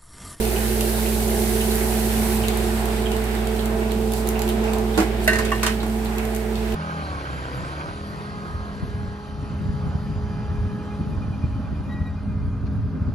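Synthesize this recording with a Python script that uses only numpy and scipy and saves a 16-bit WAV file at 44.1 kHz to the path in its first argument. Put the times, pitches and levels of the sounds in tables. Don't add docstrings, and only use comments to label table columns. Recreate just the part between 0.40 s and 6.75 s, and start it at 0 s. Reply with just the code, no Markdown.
import sys
import numpy as np
from scipy import signal
from scipy.fft import rfft, irfft, next_fast_len
from scipy.io import wavfile
from scipy.ndimage import uniform_filter1d

SR = 44100
rng = np.random.default_rng(int(sys.argv[2]) if len(sys.argv) > 2 else 0)


def file_out(sig):
    cols = np.atleast_2d(sig).T
    lim = np.clip(cols, -1, 1)
    pcm = np.round(lim * 32767).astype(np.int16)
    wavfile.write(sys.argv[1], SR, pcm)


def makeup_ratio(level_db):
    decades = np.asarray(level_db, float) / 20
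    return 10 ** decades


N = 279934
T = np.arange(N) / SR
SIDES = np.array([[1], [-1]])


def unit(x):
    return x / np.sqrt(np.mean(x ** 2))


def curves(table):
    s, *columns = np.transpose(table)
    return [np.interp(T, s, c) for c in columns]


def on_log_hz(hz, table):
    f, v = np.transpose(table)
    return np.interp(np.log(hz + 1), np.log(f), v)


def walk(rate):
    k = int(SR / rate)
    steps = np.repeat(rng.standard_normal(N // k + 1), k)
    slewed = uniform_filter1d(uniform_filter1d(steps, k), k)
    return 1.3 * slewed[:N]


def coloured(x, gain):
    size = next_fast_len(N)
    hz = np.arange(size // 2 + 1) * SR / size
    return irfft(rfft(x, size) * gain(hz), size)[..., :N]


def band(x, lo_hz, hi_hz):
    edges_hz = [lo_hz, min(hi_hz, .45 * SR)]
    return signal.sosfilt(signal.butter(2, edges_hz, "band", fs=SR, output="sos"), x)


def add(out, s, x, pan_db):
    i = int(s * SR)
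    x = x[..., :N - i]
    out[:, i:i + x.shape[-1]] += x * makeup_ratio(SIDES * pan_db / 2)


def kitchen(x):
    t60_s, tail_db = 0.22, -3.5
    t = T[:SR // 2]
    tail = rng.standard_normal((2, len(t))) * makeup_ratio(-60 * t / t60_s) * np.minimum(t / 0.00096, 1)
    tail = signal.lfilter([1], [1, -.45], tail)
    tail = makeup_ratio(tail_db) * tail / np.sqrt(np.sum(tail ** 2, axis=1, keepdims=True))
    return x + signal.fftconvolve(x, tail, axes=1)[:, :N]


# (f/Hz, level/dB per Hz)
AIR = [(25, -21), (33, -11), (43, -5), (70, -6.5), (150, -6.5), (200, -1.5), (295, -7.5), (480, -4),
       (800, -1.5), (1150, -11.5), (1500, -10), (2600, -14), (5500, -25.5), (9000, -32)]
# (f/Hz, width/Hz, level/dB)
DUCT = [(87, 11, 2), (110, 26, 0.5), (212, 42.4, 5.5), (331, 5.9, -17), (359.3, 27, 10.5), (388.3, 67, 6.5),
        (731, 4.5, 7), (156, 10, -8.5), (827, 32, -1.5)]
# (f/Hz, coherence)
LIKENESS = [(60, 0.54), (130, 0.73), (290, 0.93), (640, 0.26), (1410, 0.0063), (3100, 0.00048),
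            (6820, 0.01), (15000, -0.0)]
# (f/Hz, left minus right/dB)
LEAN = [(60, -3), (200, 2), (370, -7), (700, -2.5), (2000, -3), (12000, 2)]


def air():
    def gain(hz):
        humps = sum(makeup_ratio(2 * db) / (1 + (2 * (hz - f) / w) ** 2) ** 2 for f, w, db in DUCT)
        return np.sqrt(makeup_ratio(2 * on_log_hz(hz, AIR)) + humps)

    def like(hz):
        return np.sqrt(np.clip(on_log_hz(hz, LIKENESS), 0, 1))

    def octave(hz, k):
        return np.clip(1 - np.abs(np.log2(hz / 30 + 1e-9) - k), 0, 1)

    mid, side = rng.standard_normal((2, N))
    mid = coloured(mid, lambda hz: np.sqrt(1 + like(hz)))
    side = coloured(side, lambda hz: np.sqrt(1 - like(hz)))
    both = mid + SIDES * side
    both = [coloured(x, lambda hz: gain(hz) * makeup_ratio(k * on_log_hz(hz, LEAN) / 2)) for x, k in zip(both, (1, -1))]
    rush = 0
    for k in range(10):
        flicker = makeup_ratio(1.16 * walk(1.66) + 1.54 * walk(9))
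        rush = rush + flicker * coloured(both, lambda hz: octave(hz, k))
    return unit(rush)


# (f/Hz, level under the hum/dB, left minus right/dB, left leads/rad)
MOTOR = [(58.12, 0, -4.9, .12), (120.35, -12.5, -4, .05)]


def motor():
    out = 0
    for hz, db, pan_db, lead in MOTOR:
        tone = np.sin(2 * np.pi * hz * T + SIDES * lead / 2)
        out = out + np.sqrt(2) * makeup_ratio(db + SIDES * pan_db / 2) * tone
    return out


# (t/s, tone level/dB, octave level/dB)
BLADES = [(0.0, -29, -35.5), (.4, -28.5, -34.5), (1.1, -26, -33.5), (1.4, -29.5, -33), (1.8, -24.5, -36.5),
          (2.1, -28, -34.5), (2.65, -30.5, -33.5), (3.4, -28, -31.5), (4.0, -29.5, -32), (4.3, -27, -31),
          (4.9, -29.5, -33), (5.5, -28, -37), (5.75, -30, -36), (6.35, -29.5, -31.5)]


def blades():
    blade_hz, drift_hz = 219.4, .3
    tone_db, octave_db = curves(BLADES)
    turn = 2 * np.pi * np.cumsum(blade_hz + drift_hz * walk(1.974)) / SR
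    tone = makeup_ratio(tone_db + 1.0 + 0.86 * walk(14) - 1.75 * SIDES) * np.sin(turn)
    octave_phase = 2 * turn + 0.96 * walk(8) + 0.053 * SIDES
    octave = makeup_ratio(octave_db - 0.54 + 2.07 * walk(16) - 4.9 * SIDES) * np.sin(octave_phase)
    twelfth_phase = 3 * turn + .9 * walk(8)
    twelfth = makeup_ratio(octave_db - 11.5 + 2.5 * walk(9) - 1.5 * SIDES) * np.sin(twelfth_phase)
    return np.sqrt(2) * (tone + octave + twelfth)


# (t/s, level/dB)
HUM = [(0.0, -25.5), (2.3, -25.5), (3.2, -26.5), (4.5, -26.5), (4.9, -26), (5.25, -27.5), (6.1, -29),
       (6.35, -26.5)]


def fan():
    air_db = -27.5
    hum_db = curves(HUM)[0]
    return makeup_ratio(hum_db) * motor() + makeup_ratio(hum_db - hum_db.mean() + air_db) * air() + blades()


# (t/s, peak level/dB, f/Hz, t60/s)
BUMPS = [
    (1.99, -15, 104, 0.29),
    (2.03, -23, 70.5, .3),
    (2.06, -29, 48, .25),
    (4.58, -16, 89, .2),
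    (4.95, -16.5, 95, 0.23),
]


def floorboards():
    out, t = np.zeros((2, N)), T[:SR // 2]
    for s, db, hz, t60 in BUMPS:
        thump = makeup_ratio(db - 60 * t / t60) * np.minimum(t / 0.067, 1) * np.sin(2 * np.pi * hz * t)
        add(out, s, thump, -4.5)
    return out


CALMS_S = 1.96
# (t/s, rise/dB, length/s)
FLARES = [(2.398, 2, 0.11), (3.4, 0.5, 0.39), (3.786, 6.5, .07), (3.89, 6, 0.087), (4.1, 5, 0.12),
          (4.4, 0.5, 0.11), (4.62, 5, 0.055), (4.847, 6, 0.041), (5.14, 2, .1), (5.99, 0.5, 0.081)]


def pan_level():
    lively_db, drop_db, calm_db, settle_s = -35, -2.5, -49, 0.72
    since = np.maximum(T - CALMS_S, 0)
    settled = calm_db + (lively_db + drop_db - calm_db) * np.exp(-since / settle_s)
    flares = sum(db * np.exp(-(2 * (T - s) / length) ** 2) for s, db, length in FLARES)
    return lively_db + np.minimum(since / 0.017, 1) * (settled - lively_db) + flares


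# (f/Hz, level/dB per Hz)
FAT = [(1500, -37), (2500, -15), (4260, -7), (5220, -9), (6260, -7.5), (6810, -9.5), (7560, -5.5),
       (11800, -2.5), (13500, -6), (15000, -7), (16500, -28)]
# (f/Hz, level/dB per Hz)
STEAM = [(2500, -6.5), (4000, 1), (6600, -3), (8200, 4), (9700, -0.5), (12000, 1.5), (14500, -4),
         (16500, -11)]


def sizzle():
    pan_db = pan_level()
    lively = np.clip((pan_db + 40) / 5, 0, 1)
    specks = (rng.random(N) < 900 / SR) * makeup_ratio(4.0 * rng.exponential(size=N))
    puffs = signal.lfilter([1], [1, -.93], specks)
    flicker_db = (1.5 - 1.1 * lively) * walk(14)
    hiss = rng.standard_normal((2, N)) * (1 + 0.14 * puffs) * makeup_ratio(flicker_db - 1.65 * SIDES)
    fat = unit(coloured(hiss, lambda hz: makeup_ratio(on_log_hz(hz, FAT))))
    steam = unit(coloured(hiss, lambda hz: makeup_ratio(on_log_hz(hz, STEAM))))
    return makeup_ratio(pan_db + 5.0) * (lively * fat + (1 - lively) * steam)


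# (t/s, peak level/dB, brightness/dB)
CRACKLES = [(0.4073, -14, 3), (0.8027, -24, 2), (1.3547, -20, 8), (2.082, -14.5, 0.5), (2.171, -22.5, 6.5),
            (2.4548, -23, 3), (2.7162, -21.5, -1), (2.7651, -23, -1), (2.84, -27, 4), (3.0704, -22, -1),
            (3.256, -21.5, 2), (3.5169, -23, -1), (3.7187, -22, 2), (3.7346, -16.5, 1), (3.8717, -22, 4),
            (3.8873, -16, 5.5), (3.9913, -21, 0), (4.0176, -17, 0), (4.0766, -22, 0), (4.0894, -18, 2.5),
            (4.2393, -31, 4), (4.3335, -20.5, 1), (4.3834, -25, 2), (4.8756, -19.5, 6), (5.65, -32, 3),
            (5.7823, -23.5, 1), (5.851, -26, 3), (5.9474, -22.5, 2), (5.9617, -24, 4), (6.1544, -32, -9)]


def crackles():
    out, t = np.zeros((2, N)), T[:SR // 5]
    faint = []
    for at, size, tilt in rng.random((40, 3)):
        faint.append((CALMS_S + at * (T[-1] - CALMS_S), -38 + 8 * size, 8 * (tilt - .5)))
    envelope = makeup_ratio(-60 * t / .007) + .2 * makeup_ratio(-60 * t / .04)
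    for s, db, tilt_db in list(CRACKLES) + faint:
        noise = rng.standard_normal((2, len(t))) * envelope
        low = makeup_ratio(4.5 - tilt_db) * band(noise, 2140, 5300)
        middle = makeup_ratio(5.0) * band(noise, 5730, 8140)
        high = makeup_ratio(3.5 + tilt_db) * band(noise, 9200, 13700)
        add(out, s + .0012, makeup_ratio(db - 2.0) * (low + middle + high), -2.5 + 2.5 * rng.standard_normal())
    return out


def ring(modes):
    t, x = T[:SR // 2], 0
    for hz, db, t60 in modes:
        start, lean = rng.random(), rng.standard_normal()
        skew = rng.random() * min(hz / 3000, .4)
        phase = 2 * np.pi * (hz * t + start + skew * SIDES / 2)
        x = x + makeup_ratio(db + 2.5 * lean * SIDES - 60 * t / t60) * np.sin(phase)
    return x / np.sqrt(sum(makeup_ratio(2 * db) for _, db, _ in modes))


# (f/Hz, level/dB, t60/s)
COUNTER = [(205, -4, .1), (318, 0, .14), (480, -7, .06), (600, -8, .06), (745, -5, .08), (880, -9, .06),
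           (1100, -9, .07), (1400, -10, .07)]
# (f/Hz, level/dB, t60/s)
DISH_LOW = [(1025, -6, .15), (1110, -2, .1), (1140, -2, .1), (1228, -7, .1), (1785, -6, .18),
            (1865, -8, .28), (2230, -11, .08), (2815, -12, .2), (3200, -16, .07)]
# (f/Hz, level/dB, t60/s)
DISH_HIGH = [(637, -2, .1), (1236, -9, .07), (1525, -5, .26), (1692, -10, .28), (1835, -4, .28),
             (1868, -5, .24), (1950, 0, .06), (2036, -6, .12), (2270, -15, .09), (2680, -10, .11),
             (2795, -11, .2), (4140, -14, .15)]
# (t/s, thud level/dB, contact noise level/dB)
THUDS = [
    (4.576, -13, -14),
    (4.586, -14.5, -22.5),
    (4.601, -16.5, -17),
    (4.622, -17, -29),
    (5.43, -24.5, -27),
]
# (t/s, base ring level/dB, rim ring level/dB, contact noise level/dB)
STRIKES = [
    (4.8766, -28, -6, -14),
    (4.909, -36, -26, -29),
    (4.9318, -40, -16, -19.5),
    (4.956, -45, -23, -23),
    (4.9867, -22.5, -25, -17),
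    (5.05, -48, -38, -23),
    (5.1177, -16, -25, -25.5),
    (5.231, -23, -38, -13),
    (5.264, -27, -22, -12.5),
]


def dish():
    rings, noises, t = np.zeros((2, N)), np.zeros((2, N)), T[:SR // 2]
    hits = []
    for s, db, noise_db in THUDS:
        hits.append((s, makeup_ratio(db + 2.5) * ring(COUNTER), noise_db, -6, 430))
    for s, base_db, rim_db, noise_db in STRIKES:
        metal = makeup_ratio(base_db + 2.0) * ring(DISH_LOW) + makeup_ratio(rim_db) * ring(DISH_HIGH)
        hits.append((s, metal, noise_db, -3, 900))
    for s, modes, scrape_db, tick_db, low_hz in hits:
        noise = rng.standard_normal((2, len(t)))
        add(rings, s, modes * np.minimum(t / 0.002, 1), -3)
        tick = makeup_ratio(tick_db - 60 * t / 0.067) * band(noise, low_hz, 11300)
        scrape = makeup_ratio(-60 * t / 0.17) * band(noise[::-1], low_hz, 2130)
        add(noises, s, makeup_ratio(scrape_db) * (tick + scrape), -3)
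    return band(rings, 120, 8100), noises


def grain(hz, cycles, glide):
    turns = T[:SR // 40] * hz
    tone = np.sin(2 * np.pi * turns * (1 + glide * turns / cycles))
    return np.minimum(turns, 1) * np.exp(-turns / cycles) * tone


# (t/s, patter level/dB)
STEW = [(0.0, -34.5), (1.15, -35.5), (1.4, -39), (1.96, -34.5), (2.9, -48), (4.2, -49), (4.8, -47),
        (5.1, -32), (5.7, -56), (6.35, -51)]
# (t/s, peak level/dB, f/Hz)
BUBBLES = [(0.1608, -16, 2470), (0.4085, -23, 3260), (0.6605, -17, 2520), (1.207, -16, 2670),
           (1.3089, -16, 3390), (1.4073, -17, 2170), (1.52, -20, 2530), (1.72, -25, 2400),
           (2.0374, -14.5, 2470), (2.658, -15, 2740), (2.7215, -18, 2760), (2.964, -22, 3430),
           (3.192, -16, 3430), (3.4195, -19, 2250), (3.5089, -21, 3400), (3.7349, -29, 3700),
           (3.956, -19, 2370), (4.0874, -17, 3300), (4.2475, -20, 2470), (4.2775, -17.5, 2220),
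           (4.5417, -20, 3560), (4.576, -19, 2060), (5.2295, -11, 2230), (5.266, -11, 2590),
           (5.4031, -19, 3680), (5.656, -20.5, 3530), (5.782, -17, 2350)]


def stew():
    out = np.zeros((2, N))
    for at, pitch, size, side in rng.random((1500, 4)):
        pop = makeup_ratio(-7 * np.log10(size + 0.094)) * grain(1400 * 3.1 ** pitch, 4.3, 0.054)
        add(out, at * T[-1], pop * SIDES ** (side > .5), 16 * (side - .5))
    out = makeup_ratio(curves(STEW)[0] - 7.5) * unit(out)
    for s, db, hz in BUBBLES:
        for k, (late, pitch, side) in enumerate(rng.random((4, 3))):
            pop = grain(hz * (.86 + .28 * pitch), 6, .04)
            after_s = 0.015 * late * (k > 0)
            add(out, s + after_s, makeup_ratio(db - 7 - 2.9 * k) * pop * SIDES ** (side > .5), -3.5)
    return out


def scene():
    background = fan() + floorboards() + sizzle()
    rings, noises = dish()
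    return background + rings + kitchen(stew() + crackles() + noises)


def band_limit(x):
    return signal.sosfilt(signal.butter(12, 15750, fs=SR, output="sos"), x)


def record(dry):
    soft = np.tanh(.6 * dry) / .6
    mix = signal.sosfilt(signal.ellip(8, .3, 60, 15900, fs=SR, output="sos"), soft)
    return band_limit(mix)


dry = scene()
out = record(dry)
file_out(out)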